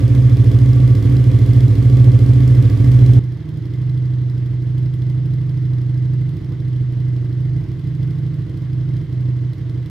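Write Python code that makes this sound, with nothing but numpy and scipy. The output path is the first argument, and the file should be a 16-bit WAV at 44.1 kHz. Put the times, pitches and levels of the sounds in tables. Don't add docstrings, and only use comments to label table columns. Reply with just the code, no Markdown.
import sys
import numpy as np
from scipy import signal
from scipy.fft import rfft, irfft, next_fast_len
from scipy.io import wavfile
from scipy.ndimage import uniform_filter1d

SR = 44100
rng = np.random.default_rng(int(sys.argv[2]) if len(sys.argv) > 2 else 0)


def generate_wav(signal):
    frames = np.transpose(np.atleast_2d(signal))
    scaled = np.clip(frames, -1, 1) * 32767
    pcm = np.round(scaled).astype(np.int16)
    wavfile.write(sys.argv[1], SR, pcm)


N = 436572
LEAD = SR // 4

# pitch in Hz, relative level in dB, t60 in seconds.
CASING_MODES = [(2050, -7.5, 0.11), (3240, -3, 0.025), (3440, -2.5, 0.025), (4000, 0, 0.017),
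                (4420, -7.5, 0.023), (4780, -4.5, 0.018), (5140, -5, .02), (6700, -14, .015)]


def amp(db):
    return 10 ** (np.asarray(db) / 20)


def unit(x):
    return x / np.sqrt(np.mean(x ** 2) + 1e-20)


def along(points, hz):
    knots, values = np.transpose(points)
    return np.interp(np.log(hz + 1), np.log(knots + 1), values)


def filtered(x, response):
    size = next_fast_len(x.shape[-1] + 8192)
    return irfft(rfft(x, size) * response(np.fft.rfftfreq(size, 1 / SR)), size)[..., :x.shape[-1]]


def train(times, sizes):
    return np.bincount(np.round(times * SR).astype(int) + LEAD, sizes, N + 2 * LEAD)[:N + LEAD]


def struck(pulses, response):
    return signal.fftconvolve(np.atleast_2d(pulses), np.atleast_2d(response), axes=1)[:, LEAD:LEAD + N]


def spread(pair, spectrum, peaks=()):
    # frequency in Hz, left-right likeness from 0 to 1.
    likeness = [(60, 0.93), (180, 0.9), (550, 0.85), (1650, 0.74), (4970, 0.55), (15000, 0.35)]
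    # frequency in Hz, left minus right in dB.
    balance = [(60, -3.5), (150, -3.5), (380, -1), (950, -1.5), (2380, -3.0), (5980, -1.5), (15000, 1.5)]

    def mid_side_gains(hz):
        angle = np.arccos(np.clip(along(likeness, hz), 0, 1)) / 2
        peaks_db = sum(db / (1 + (2 * (hz - centre) / width) ** 2) for centre, width, db in peaks)
        return amp(along(spectrum, hz) + peaks_db) * [np.cos(angle), np.sin(angle)]

    mid, side = filtered(pair, mid_side_gains)
    stereo = np.array([mid + side, mid - side])
    return unit(filtered(stereo, lambda hz: amp(np.outer([.5, -.5], along(balance, hz)))))


def crank_firings(speed, cylinders, uneven):
    knots, rpm = np.transpose(speed)
    t = knots[0] + np.arange(round((knots[-1] - knots[0]) * SR) + SR // 50) / SR
    cycles = np.cumsum(np.interp(t, knots, rpm)) / (120 * SR)
    rows = np.tile(np.array(cylinders, float), (int(cycles[-1]) + 1, 1))
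    place = rows[:, 0] + np.arange(len(rows)) // 2
    reached = place < cycles[-1]
    times = np.interp(place[reached], cycles, t)
    scatter_db = rng.standard_normal((len(times), 3)) * [0.72, 1.3, 2]
    for when, push_db, tick_db in uneven:
        nearest = np.argmin(abs(times - when))
        times[nearest] = when
        scatter_db[nearest, :2] = push_db, tick_db
    scatter_db[:, 2] += 0.66 * scatter_db[:, 1]
    return np.column_stack([times, rows[reached, 1:] + scatter_db])


def valve_clatter(firings, db):
    # place in the two-turn cycle from 0 to 1, relative level in dB.
    valves = [(.41, 1), (.48, -1.5), (.81, 1.5)]
    t = np.arange(SR // 8) / SR
    front = firings[::2, 0]
    place, valve_db = np.transpose(valves)
    times = (front[:-1, None] + np.outer(np.diff(front), place)).ravel()
    sizes = amp(np.tile(valve_db, len(front) - 1) + 1.5 * rng.standard_normal(len(times)))
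    strengths = rng.standard_normal((len(times), len(CASING_MODES), 2)) * sizes[:, None, None]
    rings = 0
    for k, (hz, mode_db, t60) in enumerate(CASING_MODES):
        taps = [train(times, side) for side in strengths[:, k].T]
        rings += struck(taps, amp(mode_db - 60 * t / t60) * np.sin(2 * np.pi * hz * t))
    return amp(db) * unit(rings) * amp([[-1], [1]])


def gas_hiss(firings, spectrum, whistles, db):
    t = np.arange(SR // 8) / SR
    flow = struck(train(firings[:, 0], amp(firings[:, 1])), t / .012 * np.exp(-t / 0.026))
    throb = amp(unit(flow - flow.mean()))
    bins = signal.stft(rng.standard_normal((2, N)), nperseg=256)[2]
    patches = uniform_filter1d(rng.standard_normal(bins.shape[1:]), size=4, axis=0)
    patches = uniform_filter1d(patches, size=4, axis=1)
    noise = signal.istft(bins * amp(1.2 * unit(patches)), nperseg=256)[1][:, :N]
    return amp(db) * spread(noise * throb, spectrum, whistles)


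def exhaust_ticks(firings, spectrum, lag_s, rise_s, db, ring_db):
    times, tick_db, ping_db = firings[:, 0] + lag_s, firings[:, 2], firings[:, 3]
    t = np.arange(SR // 4) / SR
    hits = train(times, amp(tick_db)) + train(times + .012, amp(tick_db - 17))
    burst = (t / rise_s) * np.exp(1 - t / rise_s) + amp(-13 - 60 * t / 0.34)
    crack = spread(struck(hits, burst) * rng.standard_normal((2, N)), spectrum)
    strengths = 0.44 * rng.standard_normal((len(times), len(CASING_MODES), 2)) + [.9, .1]
    mixes = [.7, 0.31], [1, -0.24]
    pings = 0
    for k, (hz, mode_db, t60) in enumerate(CASING_MODES):
        blows = [train(times, amp(ping_db + mode_db) * (strengths[:, k] @ mix)) for mix in mixes]
        ring = amp(-60 * t / t60) * np.sin(2 * np.pi * hz * t) * (1 - np.exp(-t / 0.00028))
        pings += struck(blows, ring)
    return amp(db) * crack + amp(ring_db) * unit(pings)


def exhaust_bark(firings, spectrum, db, t60, puff_db):
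    t = np.arange(SR // 2) / SR
    blows = train(firings[:, 0] + 0.009055, amp(firings[:, 1]))
    decay = amp(-60 * t / t60) + 0.53 * amp(-60 * t / 0.033)
    echoes = unit(struck(blows, decay * rng.standard_normal((2, len(t)))))
    puffs = unit(struck(blows, amp(-60 * t / 0.13)) * rng.standard_normal((2, N)))
    return amp(db) * spread(echoes + amp(puff_db) * puffs, spectrum)


def exhaust_boom(firings, modes):
    # frequency in Hz, left lead in radians.
    phase_lead = [(60, -0.24), (125, 0.23), (165, 0.26), (213, 0.03), (240, -0.61), (283, -1.3),
                  (310, -0.48), (360, 0.22), (470, 0.15)]
    t = np.arange(SR // 2) / SR
    ring = 0
    for hz, db, t60, polarity, pan_db in modes:
        envelope = amp(db + pan_db * np.array([[.5], [-.5]]) - 60 * t / t60)
        ring += polarity * envelope * np.sin(2 * np.pi * hz * t)
    waves = struck(train(firings[:, 0], amp(firings[:, 1])), ring)
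    return filtered(waves, lambda hz: np.exp(1j * np.outer([.5, -.5], along(phase_lead, hz))))


def cold_idle():
    # time in seconds, speed in rpm.
    speed = [(-0.0791, 1648.0), (0.0, 1600.4), (0.1, 1712.4), (0.19, 1636.7), (0.49, 1639.9),
             (0.57, 1677.7), (0.76, 1668.7), (0.92, 1592.1), (1.0, 1631.6), (1.1, 1734.1), (1.19, 1613.2),
             (1.39, 1640.2), (1.55, 1673.4), (1.64, 1588.0), (1.76, 1683.2), (1.84, 1647.2), (1.92, 1670.4),
             (2.08, 1614.7), (2.29, 1697.4), (2.68, 1591.0), (2.78, 1678.0), (2.86, 1678.8), (2.94, 1642.2),
             (3.15, 1662.3)]
    # place in the cycle from 0 to 1, push, tick and ping in dB.
    cylinders = [(0, 1, -45.5, -37.5), (.4008, 0, -51.5, -43.5)]
    # time in seconds, push and tick in dB over the usual.
    uneven = [(-0.0497, 3.5, -1), (0.0962, -0.5, -3), (0.2108, -2, -5), (0.2402, -0.5, 0),
              (0.5766, -1.5, 0.2), (0.7204, -1, -1), (0.7914, 0.8, -7.5), (0.8945, -2.5, -2),
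              (0.9701, -1, 0.6), (1.0432, 2.5, 2), (1.1134, -0.5, 0.2), (1.6242, -2.0, -2), (2.28, 1, 2.5),
              (2.323, -2.5, -0.7), (2.3512, 0.5, -5), (2.5691, -1.5, -2), (2.6137, 1, 3), (2.6874, 0, 0.1),
              (2.7176, -2.0, -4), (2.791, 2.5, 1.3), (3.1234, 1.4, 3)]
    # pitch in Hz, level in dB, t60 in seconds,
    # polarity, left minus right in dB.
    modes = [(40.3, -40.5, 0.53, 1, 0), (54.4, -31, 0.38, -1, -2), (68.2, -23.5, 0.32, -1, 0),
             (75, -27.5, 0.46, 1, -1.5), (102.1, -13, 0.17, 1, -2.5), (109.78, -17.5, 0.82, -1, -2.5),
             (124.19, -3.5, 0.82, -1, -2), (126.05, -4.5, 0.3, 1, -1.5), (156, -36, 0.97, 1, -7.5),
             (165.3, -32.5, 0.304, 1, -7), (189.4, -42.5, 1, 1, -2.5), (212.6, -29.5, 0.23, -1, 1.5),
             (221.2, -37, 1, 1, 4), (237.1, -29, 0.215, -1, 7.5), (254.5, -42, 0.94, 1, 0.5),
             (284.2, -10.5, 0.069, 1, -1.7), (289.7, -14, 0.17, -1, -3.5), (298.1, -31, 0.16, -1, -1.5),
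             (325.9, -32.5, 0.287, -1, -3), (339.5, -42.5, 0.27, 1, -1), (369.6, -43.5, 0.93, 1, 0),
             (392, -54.5, 0.9, 1, -1), (406.2, -38.5, 0.28, -1, -3.3), (447, -65, 0.27, 1, -2),
             (527, -34.5, 0.077, -1, -1), (533.4, -35, 0.138, 1, -1), (577, -50, 0.29, -1, 2)]
    # frequency in Hz, relative level in dB.
    bark_eq = [(120, -36.5), (170, -13), (280, -7.5), (370, -0.5), (441, -9.5), (530, -17.5), (640, -20),
               (800, -23), (1200, -36), (2000, -91)]
    tick_eq = [(1500, -32.5), (2500, -3.5), (5000, 2), (6800, -6.5), (8000, -5.5), (10000, -6.5),
               (13000, -6.5), (16000, -11.5)]
    hiss_eq = [(290, -29.5), (500, 1.5), (530, 0), (595, -16.5), (640, -8.5), (750, -24.5), (1000, -17.5),
               (1160, -11.5), (1280, -17.5), (2130, -14.5), (2530, -20.5), (3380, -19.5), (3800, -23.5),
               (11900, -36.5), (15900, -42.5)]
    # centre in Hz, width in Hz, boost in dB.
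    whistles = [(1138, 30, 5.5), (1660, 40, 3.5), (2130, 100, 0.5), (3360, 150, 3)]
    firings = crank_firings(speed, cylinders, uneven)
    return (exhaust_boom(firings, modes)
            + exhaust_bark(firings, bark_eq, db=-38, t60=.5, puff_db=-10.5)
            + valve_clatter(firings, db=-62.5)
            + exhaust_ticks(firings, tick_eq, lag_s=.0108, rise_s=0.0012, db=-58, ring_db=-60)
            + gas_hiss(firings, hiss_eq, whistles, db=-41.5))


def warm_idle():
    # time in seconds, speed in rpm.
    speed = [(3.1156, 1508.0), (3.46, 1405.9), (3.55, 1462.9), (3.65, 1446.4), (3.76, 1516.9),
             (3.99, 1497.7), (4.33, 1478.4), (4.6, 1489.0), (4.73, 1535.0), (4.92, 1476.4), (5.02, 1531.6),
             (5.11, 1486.5), (5.26, 1530.8), (5.67, 1501.3), (5.76, 1460.6), (5.85, 1519.8), (5.93, 1488.5),
             (6.2, 1529.1), (6.33, 1561.9), (6.42, 1570.5), (6.57, 1506.2), (6.88, 1477.9), (6.96, 1533.9),
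             (7.05, 1480.0), (7.26, 1464.9), (7.34, 1525.9), (7.43, 1503.0), (7.57, 1573.5), (7.97, 1518.1),
             (8.06, 1551.5), (8.16, 1515.3), (8.33, 1550.3), (8.5, 1576.3), (8.59, 1508.6), (8.88, 1522.0),
             (8.96, 1577.3), (9.05, 1455.5), (9.14, 1502.4), (9.34, 1480.7), (9.43, 1456.0), (9.77, 1476.6),
             (9.85, 1427.9)]
    # place in the cycle from 0 to 1, push, tick and ping in dB.
    cylinders = [(0, -0.043, -64.5, -54.5), (0.3973, -.2, -59, -49)]
    # time in seconds, push and tick in dB over the usual.
    uneven = [(3.114, 1, -0.5), (3.1478, -1.5, -0.5), (3.2775, -4.5, -4.8), (3.361, -1.4, -2.6),
              (3.3929, -1.5, -8.5), (4.125, -0.5, -2.8), (4.287, -2, 1), (4.4161, -0.5, -4.5),
              (4.449, -1, 2), (4.5279, -1, -6.5), (4.5772, -2, -7), (4.6581, 1.5, 3.3),
              (4.6887, -1.2, -4.5), (4.7696, 0, 4), (4.8171, 2.5, 3), (4.8965, -13.5, -10.5),
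              (4.9277, 0.8, 4.5), (5.0086, 2, 1.6), (5.0877, -0.7, 2.3), (5.1674, 1, -7.5),
              (5.214, -1.8, -10), (5.2465, 1.5, 2.1), (5.2942, 2.0, 2.2), (5.6107, 1.5, 2), (6.012, 2, 2.5),
              (6.0433, -2.0, -1.5), (6.0908, 2, -4.5), (6.3567, 2, 2), (6.4019, 0.5, -6), (6.5105, 2, -2),
              (6.5591, -13.5, -9.5), (6.7982, 3.1, 5), (6.832, -18.5, -14.5), (6.8787, -1, -4),
              (7.4418, 1.5, 2.3), (7.4822, -2, -8.5), (7.5527, 2.5, 1.9), (7.6281, 1, -5),
              (7.7513, -3.7, -8.5), (7.861, 2.5, 0.5), (7.9067, -5, -10), (7.987, 3, -0.7),
              (8.2988, -2, -9.5), (8.3784, 1.5, 0.5), (8.4081, -3.5, -8.5), (8.4849, 2, -1.5),
              (8.6398, -7, -12.5), (8.7681, 1.5, 0.5), (8.7985, -2.5, -6), (8.8458, 0.0, -10.2),
              (8.9256, 2.0, 3.8), (9.033, -8.5, -9), (9.1636, -0.5, -7), (9.2766, 2.3, -2.5),
              (9.3257, -9, -11), (9.438, -1.4, -8), (9.4846, -8, -10.5), (9.602, -1.2, -11),
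              (9.6517, -0.8, -6.5), (9.7653, -1.7, -6.5), (9.8157, -4.5, 1.5)]
    # pitch in Hz, level in dB,
    # t60 in seconds, polarity, left minus right in dB.
    modes = [(42.8, -41, 0.97, 1, -3), (54.6, -36, 0.17, -1, -4.5), (67.2, -33.5, 0.28, -1, -1),
             (75, -35, 0.4, 1, -3), (99.9, -22, 0.15, 1, -2), (110.9, -29, 0.7, -1, -2.5),
             (124.59, -16.5, 0.52, -1, -2.5), (126.9, -19, 0.24, 1, -2), (152.9, -28.5, 0.83, 1, -4),
             (170, -42, 0.92, -1, -5.5), (196.3, -42, 0.3, -1, -2.5), (210, -42, 0.47, -1, 1.5),
             (233, -34, 0.22, -1, 2.5), (232, -27.5, 0.07, 1, 3), (248, -55, 0.17, -1, 0.5),
             (279, -43.5, 0.2, 1, 1.5), (291.6, -41.5, 0.27, -1, -3.5), (303.4, -39, 0.45, -1, -0.5),
             (312.8, -52.5, 0.46, -1, -3.5), (327.5, -34, 0.24, 1, -3.5), (344.6, -51, 0.93, -1, -2),
             (363, -33, 0.13, -1, 3), (364.4, -36.5, 0.36, 1, 2.5), (398, -49.5, 0.04, 1, 1),
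             (453.6, -54.5, 0.26, -1, -3)]
    # frequency in Hz, relative level in dB.
    bark_eq = [(120, -43.5), (170, -9.5), (240, -22), (320, -11), (400, -16.5), (530, -28.5), (650, -33.5),
               (1200, -47), (2000, -89)]
    tick_eq = [(1500, -30), (2500, -3), (5000, 3.5), (6800, -10), (8500, -6), (10500, -5.5), (13000, -5),
               (16000, -11)]
    hiss_eq = [(290, -27), (500, 0), (595, -9), (658, -1), (729, -11.5), (1130, -6.5), (1260, -10.5),
               (1760, -8.5), (2040, -7), (2420, -16), (3190, -13), (5150, -20), (7390, -30), (12600, -38),
               (15900, -42.5)]
    # centre in Hz, width in Hz, boost in dB.
    whistles = [(1610, 54, 1.5), (2070, 83, 2.6), (3160, 88, 1.7)]
    firings = crank_firings(speed, cylinders, uneven)
    return (exhaust_boom(firings, modes)
            + exhaust_bark(firings, bark_eq, db=-43.5, t60=0.57, puff_db=-8)
            + valve_clatter(firings, db=-72)
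            + exhaust_ticks(firings, tick_eq, lag_s=.011, rise_s=0.0013, db=-66.5, ring_db=-66.5)
            + gas_hiss(firings, hiss_eq, whistles, db=-52))


def scene():
    cut_s, fade_s = 3.1915, .002
    warm_share = np.clip((np.arange(N) / SR - cut_s) / fade_s, 0, 1)
    return (1 - warm_share) * cold_idle() + warm_share * warm_idle()


def record(dry):
    return filtered(np.clip(dry, -1, 1), lambda hz: hz < 15830)


dry = scene()
out = record(dry)
generate_wav(out)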